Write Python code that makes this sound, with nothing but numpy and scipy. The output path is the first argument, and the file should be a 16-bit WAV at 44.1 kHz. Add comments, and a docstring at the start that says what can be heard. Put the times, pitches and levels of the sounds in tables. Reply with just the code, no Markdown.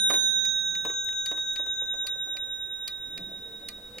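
"""A mechanical clock, close up

In a quiet room a clock's bell rings out, its paired modes beating, as a hand-held microphone moves in.
The escapement goes tick-tock with a limp, each tooth chattering on a pallet and ringing the brass plates.
Something loose bounces in the wooden case, its knocks turning softer and duller.
Low handling noise rubs at the microphone."""
import sys
import numpy as np
from scipy import signal
from scipy.fft import rfft, irfft
from scipy.io import wavfile

SR = 44100
rng = np.random.default_rng(int(sys.argv[2]) if len(sys.argv) > 2 else 0)


def generate_wav(sig):
    """Save sig (samples, or channels by samples) to the path in sys.argv[1] as 16-bit PCM at SR."""
    pcm = np.round(np.clip(np.atleast_2d(sig).T, -1, 1) * 32767).astype(np.int16)
    wavfile.write(sys.argv[1], SR, pcm)


N = 176400
TIME = np.arange(N) / SR


def amp(db):
    """Decibels to gain."""
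    return 10 ** (np.asarray(db) / 20)


def unit(x):
    """Scales to rms 1."""
    return x / np.sqrt(np.mean(abs(x) ** 2) + 1e-20)


def at_hz(points, hz):
    """Reads a spectrum on a log-frequency axis."""
    f, value = np.transpose(points)
    return np.interp(np.log(hz + 1), np.log(f), value)


def curves(table):
    """Each column after the first as a curve over time."""
    s, *columns = np.transpose(table)
    return np.array([np.interp(TIME, s, column) for column in columns])


def add(mix, s, sound):
    """Mixes a sound in at time s."""
    part = mix[:, max(round(s * SR), 0):][:, :sound.shape[1]]
    part += sound[:, :part.shape[1]]


def noise(colour, likeness, size):
    """Stereo noise with a given spectrum and left-right correlation."""
    hz = np.fft.rfftfreq(size, 1 / SR)
    left, other = rfft(rng.standard_normal((2, size)))
    same = at_hz(likeness, hz)
    right = same * left + np.sqrt(1 - same ** 2) * other
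    return unit(irfft(np.array([left, right]) * amp(at_hz(colour, hz)), size))


def causal(sound, colour_db):
    """Minimum-phase filter that keeps the attack sharp; colour_db gives dB for any Hz."""
    size = 2 * sound.shape[1]
    hz = abs(np.fft.fftfreq(size, 1 / SR))
    log_gain = np.log(amp(np.maximum(colour_db(hz), -70)))
    response = np.exp(signal.hilbert(log_gain).conj())[:size // 2 + 1]
    return irfft(rfft(sound, size) * response)[:, :size // 2]


def tint(sound, centre_hz, slope_db):
    """Filter that loses slope_db per octave on both sides of a centre."""
    return causal(sound, lambda hz: -slope_db * abs(np.log2((hz + 1) / centre_hz)))


# room tone: (frequency [Hz], relative level [dB])
ROOM_COLOUR = [(20, 1), (90, -4.5), (220, -11), (480, -8.5), (800, -15.5), (1500, -16.5), (4000, -24),
               (16000, -24)]
# low noise across the stereo microphone: (frequency [Hz], left-right correlation [0-1])
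ROOM_LIKENESS = [(30, 0.94), (400, 0.95), (1000, 0.4), (3000, 0.11), (15000, 0.1)]


def room_tone():
    """The quiet room all around the microphone, mostly low rumble."""
    return amp(-54) * noise(ROOM_COLOUR, ROOM_LIKENESS, N)


def wavering_tone(path, width_hz=40):
    """A low tone that comes and goes, made unsteady by narrow-band noise."""
    hz, db = curves(path)
    pole = np.exp(-np.pi * width_hz / SR)
    white = rng.standard_normal(N) + 1j * rng.standard_normal(N)
    waver = unit(signal.lfilter([1 - pole], [1, -pole], white))
    tone = np.exp(2j * np.pi * np.cumsum(hz) / SR)
    return amp(db) * unit(((1 + 1.1 * waver) * tone).real)


# a low drone and a faint groan above it: (time [s], pitch [Hz], level [dB])
DRONE = [(0, 193.4, -52.5), (.4, 183.5, -57), (.55, 169.3, -59), (.82, 171.6, -56.5), (.95, 170, -72),
         (3, 170, -85), (3.19, 177.2, -49.5), (3.33, 197, -59), (3.45, 206.3, -62)]
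GROAN = [(3.39, 488.5, -72), (3.45, 464, -51), (3.6, 449.6, -64.5), (3.89, 486.8, -59.5), (3.98, 494, -50)]
# rubbing of the hand: (time [s], level [dB])
RUB_LEVEL = [(0, -65.5), (.25, -52.5), (.5, -72.5), (2.95, -67), (3.19, -51.5), (3.38, -60.5), (3.46, -58),
             (3.7, -58), (4, -62)]
# its spectrum: (frequency [Hz], relative level [dB])
RUB_COLOUR = [(30, -18), (190, -9), (290, 1.5), (420, -5.5), (490, -5), (560, -11), (700, -4.5), (820, -26),
              (5000, -46)]


def handling():
    """A hand rubs dully right at the microphone, with two faint low tones."""
    tones = wavering_tone(DRONE) + wavering_tone(GROAN)
    return tones + amp(curves(RUB_LEVEL)) * noise(RUB_COLOUR, ROOM_LIKENESS, N)


# the clock's noises across the microphone: (frequency [Hz], left-right correlation [0-1])
CLOCK_LIKENESS = [(300, 0.99), (1000, 0.98), (2500, 0.6), (5000, 0.23), (15000, .2)]


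def hiss(size):
    """White noise, centred in the bass and wide in the treble."""
    return noise([(1, 0)], CLOCK_LIKENESS, size)


def ringing(modes, size=8192):
    """Damped modes (Hz, dB, T60 s) of a struck body; high ones reach the two sides out of step."""
    t = TIME[:size]
    out = np.zeros((2, size))
    for hz, db, t60 in modes:
        lag = np.arccos(at_hz(CLOCK_LIKENESS, hz)) * np.array([[0], [1]])
        out += amp(db - 60 * t / t60) * np.sin(2 * np.pi * hz * t - lag)
    return out


def impact(colour, bass_t60, damping_hz, crack_db, size=8192):
    """A sharp crack, then dense modes as bands of noise; the decay time is halved at damping_hz."""
    t, hz = TIME[:size], np.fft.rfftfreq(size, 1 / SR)
    spectrum = rfft(noise(colour, CLOCK_LIKENESS, size))
    centres = np.geomspace(250, 16000, 7)
    ring = np.zeros((2, size))
    for centre, pick in zip(centres, np.eye(len(centres))):
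        band = irfft(spectrum * np.interp(hz, centres, pick))
        ring += band * amp(-60 * t / bass_t60 * (1 + centre / damping_hz))
    crack = causal(np.eye(2, size), lambda f: at_hz(colour, f))  # reaches the right side a sample later
    return (ring + amp(crack_db) * ring.std() * unit(crack)) / np.hypot(1, amp(crack_db))


def echo(direct, level_db=-10.5, t60=0.11, size=16384):
    """The direct sound plus short reflections from the case and the room."""
    tail = hiss(size) * amp(-60 * TIME[:size] / t60)
    tail /= np.linalg.norm(tail[0])
    return direct + amp(level_db) * signal.fftconvolve(direct, tail, axes=1)[:, :N]


# levers sliding inside the clock: (time [s], length [s], level [dB])
SCRAPES = [(0.2, 0.094, -57), (0.762, 0.21, -57), (1.056, 0.073, -57)]


def scrapes():
    """Levers slide with a soft hiss that swells and fades."""
    out = np.zeros((2, N))
    for s, length, db in SCRAPES:
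        size = 2 * round(length * SR / 2)
        add(out, s, amp(db) * np.hanning(size) * hiss(size))
    return out


# light clicks of the works: (time [s], level [dB], centre [Hz])
CLICKS = [(0.9367, -41, 2200), (1.0464, -37.5, 11500), (1.088, -38, 2000), (1.129, -42, 2100),
          (1.534, -42.5, 8900)]


def clicks(t60=0.017, size=2048):
    """The works give small dry clicks, each a fast-dying burst of noise."""
    out = np.zeros((2, N))
    fade = amp(-60 * TIME[:size] / t60)
    for s, db, hz in CLICKS:
        add(out, s, amp(db) * fade * unit(tint(hiss(size), hz, slope_db=8.5)))
    return out


def wire_ping(s=0.452, hz=5060, db=-40, t60=0.18):
    """A thin wire rings once as the escapement lets go."""
    out = np.zeros((2, N))
    add(out, s, ringing([(hz, db, t60)], size=SR))
    return out


# knocks inside the case: (time [s], level before filtering [dB], centre [Hz], dullness [dB/octave])
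KNOCKS = [(0.1001, -28, 400, -0.5), (.1036, -20, 1070, 2.5), (0.1376, -31, 2500, 0),
          (0.1486, -31.5, 520, 0), (.8512, -27, 700, 2), (.899, -33.5, 605, 2.5), (1.314, -29.5, 650, 2.5),
          (1.375, -38.5, 1200, 2), (1.595, -34, 530, 3.5), (1.664, -41, 1200, 1), (1.818, -34.5, 564, 6),
          (1.938, -37, 554, 3.5), (2.046, -34.5, 643, 15.5), (2.151, -37, 565, 19),
          (2.272, -38.5, 647, 10.5), (2.352, -35.5, 597, 16), (2.455, -37, 576, 17), (3.208, -37, 620, 30),
          (3.314, -33.5, 610, 25), (3.626, -40.5, 600, 18), (3.782, -36, 607, 26)]
# spectrum of the struck wood: (frequency [Hz], relative level [dB])
CASE_COLOUR = [(100, -28), (230, -14), (310, -2), (510, 4), (750, -4.5), (850, -9.5), (1000, -1),
               (1400, -8.5), (2400, -6), (3800, -13.5), (15500, -11)]
# modes of the case: (frequency [Hz], relative level [dB], T60 [s])
CASE_MODES = [(302.7, -7, 0.39), (366, -16, 0.33), (481.2, -13, 0.54), (573, -3.5, 0.21), (761, -7, 0.22),
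              (975, -18, 0.4), (1106, -15.5, 0.38)]


def knocks():
    """A loose part bounces in the wooden case; soft knocks wake only a narrow, hollow band."""
    out = np.zeros((2, N))
    case_ring = amp(-11) * ringing(CASE_MODES)
    for s, db, hz, dullness in KNOCKS:
        hit = impact(CASE_COLOUR, bass_t60=0.12, damping_hz=3050, crack_db=-7) + case_ring
        add(out, s, amp(db) * tint(hit, hz, max(dullness, 0)))
    return out


# modes of the brass plates: (frequency [Hz], relative level [dB], T60 [s])
PLATE_MODES = [(1206, -24, 0.15), (1950, -17.5, 0.096), (2410, -11.5, 0.053), (4790, -7, 0.04),
               (6320, -11, 0.022)]


def pallet(beats, contacts, colour, bass_t60, ring_db):
    """A tooth lands on one pallet in a few quick contacts; the hardest rings the plates."""
    out = np.zeros((2, N))
    hardest_delay, _ = max(contacts, key=lambda row: row[1])
    for s, db in beats:
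        for delay, contact_db in contacts:
            hit = impact(colour, bass_t60, damping_hz=10100, crack_db=-6)
            add(out, s + delay, amp(db + contact_db) * hit)
        add(out, s + hardest_delay, amp(db + ring_db) * ringing(PLATE_MODES))
    return out


# beats on each pallet: (time [s], level [dB])
TICKS = [(.4495, -34.5), (1.2585, -31.5), (2.0672, -28.5), (2.8764, -28), (3.6852, -29)]
TOCKS = [(.7505, -36.5), (1.559, -32), (2.3675, -33.5), (3.1767, -33.5), (3.9835, -32)]
# chatter of the tooth within a beat: (delay [s], relative level [dB])
TICK_CONTACTS = [(0, -10), (.0012, -2), (.0026, -2.5), (.0037, -1.5)]
TOCK_CONTACTS = [(0, -4.5), (.0012, -3), (.003, -4.5)]
# spectrum of the movement under each pallet: (frequency [Hz], relative level [dB])
TICK_COLOUR = [(300, -37.5), (1400, -26.5), (1900, -4), (2400, -10.5), (2900, -8.5), (4100, -3.5),
               (4480, 6.5), (4850, -5.5), (5400, -12), (6400, -7), (7600, -11), (9700, -5), (15500, -16.5)]
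TOCK_COLOUR = [(300, -37), (1400, -25), (1900, -3.5), (2450, 6.5), (3100, -15), (4500, -3), (5600, -10.5),
               (15500, -21)]


def escapement():
    """Straight ahead of the microphone, two pallets take turns with a limp: short gap, long gap."""
    tick = pallet(TICKS, TICK_CONTACTS, TICK_COLOUR, bass_t60=0.031, ring_db=-1)
    tock = pallet(TOCKS, TOCK_CONTACTS, TOCK_COLOUR, bass_t60=0.034, ring_db=-3)
    return tick + tock


def mode_pair(hz, path, twin_offset_hz, twin_db, swell_s):
    """A bell mode beats with its detuned twin; swell_s times the first swell, left and right."""
    left_db, right_db, lead = curves(path)
    since_swell = TIME - np.array(swell_s)[:, None]
    throb = 1 + amp(twin_db) * np.exp(2j * np.pi * twin_offset_hz * since_swell)
    phase = 2 * np.pi * (hz * TIME + rng.random()) + np.array([lead, -lead]) / 2
    return np.sqrt(2) * amp([left_db, right_db]) * (throb * np.exp(1j * phase)).real


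# bell modes as the moving microphone meets them: (time [s], left [dB], right [dB], left lead [rad])
BELL_HUM = [(0, -43, -38, -0.073), (.6, -42, -40.5, -0.86), (1.35, -51.5, -42, -0.65),
            (1.8, -47, -44.5, 0.53), (3.1, -54.5, -53.5, 0.27), (4, -63.5, -62, 0.41)]
BELL_RING = [(0, -23.5, -22.5, 1.3), (0.3, -31.5, -21.5, 1.68), (0.55, -32, -24, 0.63),
             (0.85, -33, -30.5, 1.2), (1.1, -30, -32, 1.1), (1.4, -31.5, -31, 0.51), (1.8, -32, -31, 1.29),
             (2.7, -38.5, -34, 0.95), (3.3, -42, -38.5, 1.13), (4, -50, -47, 1.16)]
BELL_SHIMMER = [(0, -35, -32, 2.25), (.07, -36, -33.5, 3.3), (.18, -40, -33, 3.6), (.28, -39, -28, 4.8),
                (.42, -57, -36, 11.6), (.52, -35.5, -32, 13), (.66, -46.5, -39.5, 12.6),
                (1.05, -38, -42, 13.7), (1.3, -50, -42, 14), (1.62, -52.5, -48, 13.7),
                (1.78, -49, -49, 13.84), (2.25, -53.5, -51.5, 15.7), (2.7, -61.5, -60.5, 15.5),
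                (4, -81, -82, 14.7)]
BELL_TOP = [(0, -31.5, -37, -3), (.3, -40.5, -42, -2.5), (.55, -59, -50.5, -3), (.92, -77, -66.5, -5.5),
            (1.2, -62.5, -64.5, -4.5), (1.9, -88, -86, -12)]
# the ring's twin, relative to the ring: (time [s], left [dB], right [dB])
RING_TWIN = [(0, -5, -21.5), (.3, -1.5, -18.5), (.75, -5.5, -15), (1.15, -8, -11.5), (1.5, -6, -6.5),
             (2, -4.5, -6), (3.1, -9, -9), (4, -2.5, -7.5)]
# faint modes that simply die away: (frequency [Hz], level [dB], T60 [s])
FAINT_MODES = [(2855, -70, 9.8), (5330, -60.5, 7.2)]


def bell():
    """Already struck, the bell rings out at close range in four beating pairs and some faint modes."""
    hum = mode_pair(1548.2, BELL_HUM, twin_offset_hz=-14.2, twin_db=-23, swell_s=(.03, .045))
    ring = mode_pair(3768.7, BELL_RING, twin_offset_hz=-9.76, twin_db=curves(RING_TWIN),
                     swell_s=(.06, .0755))
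    shimmer = mode_pair(6427.1, BELL_SHIMMER, twin_offset_hz=3.77, twin_db=-7.5, swell_s=(.15, .175))
    top = mode_pair(9406.2, BELL_TOP, twin_offset_hz=26, twin_db=-20.5, swell_s=(.01, .02))
    return hum + ring + shimmer + top + ringing(FAINT_MODES, size=N)


def scene():
    """The bell and the works close to the microphone, over handling noise and room tone."""
    works = escapement() + knocks() + clicks() + scrapes() + wire_ping()
    return bell() + echo(works) + handling() + room_tone()


def record(dry):
    """The recorder cuts the treble above 16 kHz."""
    lowpass = signal.firwin(511, 16000, window=("kaiser", 9), fs=SR)
    return signal.oaconvolve(dry, lowpass[None], "same")


dry = scene()
out = record(dry)
generate_wav(out)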